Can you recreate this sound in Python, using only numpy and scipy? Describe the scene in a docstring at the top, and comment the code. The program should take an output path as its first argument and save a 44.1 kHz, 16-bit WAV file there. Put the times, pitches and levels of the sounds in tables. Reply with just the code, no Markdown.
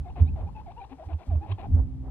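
"""Guinea pigs cluck about ten times a second, crowding round a hand on a carpet in a quiet room.
Each cluck is a short voiced note, shaped by the throat, that scoops down in pitch and flicks up again;
some are hoarse or break into creaky growls of uneven pulses. Soft bumps boom near the microphone,
a low hum comes and goes, and fur and carpet rustle over handling rumble and faint hiss."""
import sys
import numpy as np
from scipy import signal
from scipy.fft import rfft, irfft
from scipy.io import wavfile
from scipy.ndimage import uniform_filter1d

SR = 44100
rng = np.random.default_rng(int(sys.argv[2]) if len(sys.argv) > 2 else 0)


def file_out(sig):
    """Save sig as 16-bit WAV at sys.argv[1]."""
    # one column per channel
    cols = np.atleast_2d(sig).T
    # limit, then scale
    lim = np.clip(cols, -1, 1)
    pcm = np.round(lim * 32767).astype(np.int16)
    wavfile.write(sys.argv[1], SR, pcm)


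N = 92610
T = np.arange(N) / SR
BINS_HZ = np.maximum(np.arange(N // 2 + 1) * SR / N, 1)

# throat response: f/Hz, gain/dB
THROAT = [(250, -2.5), (640, -2.5), (1100, -7.5), (1400, -32.5), (2150, -25.5), (2550, -17.5),
          (3000, -28.5), (3600, -30.5), (4200, -37), (5000, -57), (9000, -75)]
# harsh edge of a pressed voice: f/Hz, gain/dB
EDGE = [(900, -25), (1400, -5), (2600, 0.5), (3100, -6.5), (4100, -9.5), (5000, -35)]
# hiss of air and fur: f/Hz, gain/dB
HISS = [(200, 1), (800, 0), (1400, -13.5), (4500, -20.5), (10000, -31.5), (15000, -42)]


def clucks():
    """Harmonics of a scooping pitch through the throat; hoarseness adds jitter, half harmonics, rasp."""
    # t/s, length/s, start f/Hz, turn f/Hz, end f/Hz, turn/share of length, level/dB, tilt/dB, roughness/0-1
    notes = [ (0.042, 0.067, 900, 685, 1097, 0.56, -39, -4, 0.2),
             (0.152, 0.052, 900, 680, 720, .7, -39.5, -3, 0.5),
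             (.255, .043, 700, 739, 980, .1, -50, 14, .12),
             (0.353, 0.067, 904, 618.7, 1174, 0.53, -40, -2, 0.35),
             (0.461, 0.037, 815, 813, 1140, 0.16, -41.5, -10, 0.25),
             (.547, .071, 885, 865, 1050, .42, -40, 1, .2),
             (0.656, 0.068, 945, 666.7, 1350, .48, -39, -2.5, 0.18),
             (0.761, 0.048, 810, 977, 960, 0.93, -38, -4.5, 0.2),
             (.798, .056, 850, 785, 1550, .68, -37, 3, .2),
             (0.913, 0.021, 803, 782, 1100, 0.21, -38, -15, 0.3),
             (.979, .066, 900, 625, 1060, .48, -39, -7, .28),
             (1.082, .059, 900, 660, 1400, .6, -40, -2.5, .5),
             (1.183, .062, 937, 673.6, 1100, 0.5, -46.5, 1, 0.65),
             (1.294, 0.068, 897, 613, 1250, 0.8, -38.5, -4.5, 0.25),
             (1.407, 0.06, 720, 847, 740, 0.4, -36, -6.5, 0.25),
             (1.512, .017, 540, 1130, 1090, .85, -37.5, 17, .18),
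             (1.574, .05, 995, 700, 740, 0.6, -41, -3, 0.6), (1.612, .058, 700, 810, 560, .5, -36, -3, .42)]
    even_db, flick_db_per_octave, top_hz = -10, 8.5, 4975
    out = np.zeros(N)
    jitter, shimmer, waver, flutter = drift(110), drift(210), drift(45), drift(54)
    throat_rasp, edge_rasp = noise(THROAT), noise(EDGE)
    orders = np.arange(1, 19)[:, None] / 2
    for start_s, length_s, start_hz, turn_hz, end_hz, turn, db, tilt_db, rough in notes:
        span = (T >= start_s) & (T < start_s + length_s)
        t = T[span] - start_s
        u = t / length_s
        fall_hz = (start_hz - turn_hz) * np.maximum(1 - u / turn, 0) ** 1.7
        flick_hz = (end_hz - turn_hz) * np.maximum((u - turn) / (1 - turn), 0) ** 2.6
        hz = turn_hz + fall_hz + flick_hz
        wobble = 1 + .018 * waver[span] + .06 * rough * jitter[span]
        phase = 2 * np.pi * np.cumsum(hz * wobble) / SR
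        ends = (2 * u - 1) ** 2   # both ends are brighter and quieter
        press_db = tilt_db + 2.5 * ends + flick_db_per_octave * np.log2(1 + flick_hz / turn_hz)
        tilt = from_db(press_db * np.clip(np.log(orders * hz / 900), 0, 1.4))
        source = np.where(orders % 1, .6 * rough, np.where(orders % 2, 1, from_db(even_db)))
        partials = gain_at(THROAT, orders * hz) * tilt * source * (orders * hz < top_hz)
        partials *= from_db(4.5 * (orders > 1) * (flicker(len(orders), len(t)) - .5))
        voice = np.sqrt(hz / 375) * np.sum(partials * np.sin(orders * phase), axis=0)
        voice *= 1 + .7 * rough * shimmer[span]
        rasp = .45 * throat_rasp[span] + from_db(press_db - 17) * edge_rasp[span]
        rasp *= rough * (1 + np.cos(phase))
        level = from_db(db - 9 * ends + 1.2 * flutter[span])
        out[span] += level * gate(t, length_s, attack_s=.0071, release_s=.0016) * (voice + rasp)
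    return out


def growls():
    """Uneven pulses and rasp ring the throat; the harsh edge grows with the swell."""
    # t/s, length/s, start f/Hz, end f/Hz, end level/dB, swell/dB, roughness/0-1
    creaks = [ (.162, .05, 307, 474.7, -46, 5, 0.69), (.896, 0.039, 333.9, 472, -49, 2, 0.28),
              (1.464, .056, 177.4, 438, -40, 9.5, 0.19), (1.591, 0.026, 327.4, 351.5, -41.5, 4, .3)]
    edge_db = -13
    plain, pressed, jitter = np.zeros(N), np.zeros(N), drift(200)
    shimmer, rasp = rng.standard_normal((2, N))
    for start_s, length_s, start_hz, end_hz, db, swell_db, rough in creaks:
        span = (T >= start_s) & (T < start_s + length_s)
        u = (T[span] - start_s) / length_s
        hz = start_hz * (end_hz / start_hz) ** u * np.exp(.2 * rough * jitter[span])
        cycles = np.cumsum(hz) / SR
        pulses = (np.diff(np.floor(cycles), prepend=-1) > 0) * from_db(5 * rough * shimmer[span])
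        pulsed_rasp = .9 * rough * rasp[span] * (1 + np.cos(2 * np.pi * cycles))
        source = rms_one(rms_one(pulses) + pulsed_rasp)
        swell = from_db(swell_db * (u - 1))
        plain[span] += from_db(db) * source * swell
        pressed[span] += from_db(db + edge_db) * source * swell ** 2
    return coloured(plain, THROAT) + coloured(pressed, EDGE)


def grunts():
    """Soft, nearly pure low notes under the clucks."""
    # t/s, length/s, f/Hz, level/dB
    notes = [(0.905, .05, 266, -42), (1.066, 0.057, 309.7, -47.5), (1.402, 0.069, 323, -44.5)]
    out = np.zeros(N)
    for start_s, length_s, hz, db in notes:
        triangle = 2 * gate(T - start_s, length_s, length_s / 2, length_s / 2)
        out += from_db(db) * triangle * np.sin(2 * np.pi * hz * T)
    return out


def bumps():
    """Each soft bump swells into a short boom, with rubbing, slightly to the right."""
    # peak t/s, f/Hz, peak level/dB, swell/s, decay/s
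    hits = [(.014, 60.4, -24, 0.022, 0.01), (.222, 80.6, -8.5, 0.015, 0.017),
            (0.337, 76.1, -26, 0.095, 0.029), (.447, 84.3, -25, 0.021, 0.015),
            (1.08, 79.5, -30, 0.017, 0.0046), (1.152, 78.5, -22.5, 0.032, 0.014),
            (1.294, 64.6, -20.5, 0.0085, 0.0083), (1.329, 81.3, -18, 0.019, 0.02),
            (1.366, 75.7, -19, 0.01, 0.022), (1.528, 96.4, -21.5, 0.032, 0.015),
            (1.749, 83.66, -12.5, 0.025, 0.035), (1.813, 58.4, -21.5, 0.02, 0.022)]
    # rubbing under a bump: f/Hz, gain/dB
    rub = [(120, 7), (230, -5.5), (1500, -38), (6000, -78)]
    rub_db = -19.5
    boom, force = np.zeros(N), np.zeros(N)
    for peak_s, hz, db, swell_s, decay_s in hits:
        t = T - peak_s
        rise = np.exp(-(t / swell_s) ** 2)
        fall = np.exp(.5 - np.hypot(t / decay_s, .5))
        level = from_db(db) * np.where(t < 0, rise, fall)
        boom += level * np.cos(2 * np.pi * hz * t)
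        force += level
    return pan_right(boom + from_db(rub_db) * force * noise(rub), db=1.8)


def crackles():
    """The two hardest bumps crackle."""
    # t/s, half length/s, level/dB
    bursts = [ (.218, .006, -60), (1.749, .011, -59)]
    # f/Hz, gain/dB
    spectrum = [(1000, 15.5), (3000, 6.5), (6000, 5.5), (15000, -14.5)]
    return swells(bursts) * wide_noise(spectrum, spread=.69) * drift(500) ** 2 / 2


def scuffs():
    """Feet brush the carpet."""
    # t/s, half length/s, level/dB
    steps = [(.197, .013, -51), (.415, 0.042, -48), (1.788, .028, -49), (2.073, 0.031, -50)]
    # f/Hz, gain/dB
    spectrum = [(150, -31), (400, 10.5), (750, 12.5), (1500, -10.5), (6000, -44)]
    return swells(steps) * wide_noise(spectrum, spread=.54)


def rustles():
    """Fur brushes fur."""
    # t/s, half length/s, level/dB
    brushes = [(1.06, 0.023, -53.5), (1.275, 0.024, -52)]
    return from_left(swells(brushes) * noise(HISS))


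def knock():
    """A small hard contact on the right rings briefly."""
    # f/Hz, level/dB
    modes = [(480, -33), (680, -39.5), (1250, -52.5), (4550, -61)]
    start_s, rise_s, t60_s = 1.7985, .001, .014
    t = np.maximum(T - start_s, 0)
    ring = sum(from_db(db - 60 * t / t60_s) * np.sin(2 * np.pi * hz * t) for hz, db in modes)
    return pan_right(ring * np.minimum(t / rise_s, 1), db=3.5)


def hum():
    """A low, wavering hum comes and goes; harmonics 1, 2 and 4 dominate."""
    # t/s, length/s, level/dB
    spells = [(.178, 0.17, -49.5), (1.269, 0.18, -54.5), (1.682, .17, -47), (1.792, 0.36, -52)]
    # harmonics 1-5: gain/dB
    harmonics_db = [5.5, 5.5, -12.5, 4.5, -12.5]
    pitch_hz = 65.22
    level = sum(from_db(db) * gate(T - start_s, length_s, attack_s=.0032, release_s=.084)
                for start_s, length_s, db in spells)
    phase = 2 * np.pi * np.cumsum(pitch_hz * (1 + .01 * drift(17.1))) / SR
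    tone = sum(from_db(db) * np.sin(k * phase + rng.uniform(0, 2 * np.pi))
               for k, db in enumerate(harmonics_db, 1))
    return level * np.sqrt(2) * tone


def rumble():
    """Handling rumble: deep noise that swells and fades."""
    # t/s, level/dB
    contour = [(0, -37.5), (.15, -38.5), (.29, -31), (.86, -50.5), (1.24, -57), (1.45, -45.5), (1.6, -43),
               (1.72, -26), (1.9, -36.5)]
    # f/Hz, gain/dB
    spectrum = [(20, -15), (55, 9), (110, -1), (300, -17), (1200, -71.5)]
    return from_db(np.interp(T, *np.transpose(contour))) * wide_noise(spectrum, spread=1)


def air():
    """Faint hiss that drops slightly after the last loud bump."""
    # t/s, gain/dB
    contour = [(1.75, 1), (1.85, -1.5)]
    level = from_db(-59.5 + np.interp(T, *np.transpose(contour)))
    return level * (from_left(noise(HISS)) + .25 * np.array([noise(HISS), noise(HISS)]))


def room(x):
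    """Short diffuse echo, different on each side, dulled by the carpet."""
    t60_s, delay_s, carpet_cut_hz, send_db = .097, .0097, 1500, -7.5
    tail = rng.standard_normal((2, N)) * from_db(-60 * T / t60_s) * (T > delay_s)
    tail /= np.sqrt(np.sum(tail ** 2, axis=1, keepdims=True))
    tail = signal.sosfilt(signal.butter(1, carpet_cut_hz, fs=SR, output="sos"), tail)
    return from_db(send_db) * signal.fftconvolve(x, tail, axes=1)[:, :N]


def from_left(x):
    """Sound from the left reaches the right side later and shaded."""
    # right side relative to left: f/Hz, gain/dB
    shade = [(300, -10.5), (800, -3.5), (2400, -16), (3800, -10), (5500, -8)]
    lag_s = .00009
    response = gain_at(shade, BINS_HZ) * np.exp(-2j * np.pi * BINS_HZ * lag_s)
    return np.array([x, irfft(rfft(x) * response, N)])


def pan_right(x, db):
    """Left down and right up by db."""
    return x * from_db([[-db], [db]])


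def from_db(db):
    """Decibels to gain."""
    return 10 ** (np.asarray(db) / 20)


def rms_one(x):
    """Scale to rms 1."""
    return x / np.sqrt(np.mean(x ** 2) + 1e-20)


def gain_at(spectrum, hz):
    """Gain of a spectrum at hz, interpolated in log frequency."""
    points_hz, db = np.transpose(spectrum)
    return from_db(np.interp(np.log(hz), np.log(points_hz), db))


def coloured(x, spectrum):
    """Filter by a spectrum, keeping the power of white noise."""
    return irfft(rfft(x) * rms_one(gain_at(spectrum, BINS_HZ)), N)


def noise(spectrum):
    """Coloured noise, rms 1."""
    return rms_one(coloured(rng.standard_normal(N), spectrum))


def wide_noise(spectrum, spread):
    """Stereo noise: a common part plus one per side, rms 1."""
    return rms_one(noise(spectrum) + spread * np.array([noise(spectrum), noise(spectrum)]))


def drift(rate_hz):
    """Low-passed random wander, rms 1."""
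    return rms_one(irfft(rfft(rng.standard_normal(N)) / (1 + (BINS_HZ / rate_hz) ** 2), N))


def flicker(count, samples, smooth_samples=220):
    """Quick independent waver for each partial, rms 1."""
    white = rng.standard_normal((count, samples))
    return rms_one(uniform_filter1d(uniform_filter1d(white, smooth_samples), smooth_samples))


def gate(t, length_s, attack_s, release_s):
    """Linear attack, hold, release."""
    return np.clip(t / attack_s, 0, 1) * np.clip((length_s - t) / release_s, 0, 1)


def swells(rows):
    """Envelope of bell-shaped swells."""
    return sum(from_db(db) * np.exp(-((T - peak_s) / half_s) ** 2) for peak_s, half_s, db in rows)


def scene():
    """Voices on the left with their echo, contact sounds and a low background."""
    voices = from_left(clucks() + growls() + grunts())
    background = rumble() + air()
    echo = room(voices)
    return voices + echo + bumps() + hum() + crackles() + scuffs() + rustles() + knock() + background


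def record(dry):
    """Steep low-pass on the top treble."""
    stop_db, stop_hz = 70, 16700
    return signal.sosfilt(signal.cheby2(12, stop_db, stop_hz, fs=SR, output="sos"), dry)


dry = scene()
out = record(dry)
file_out(out)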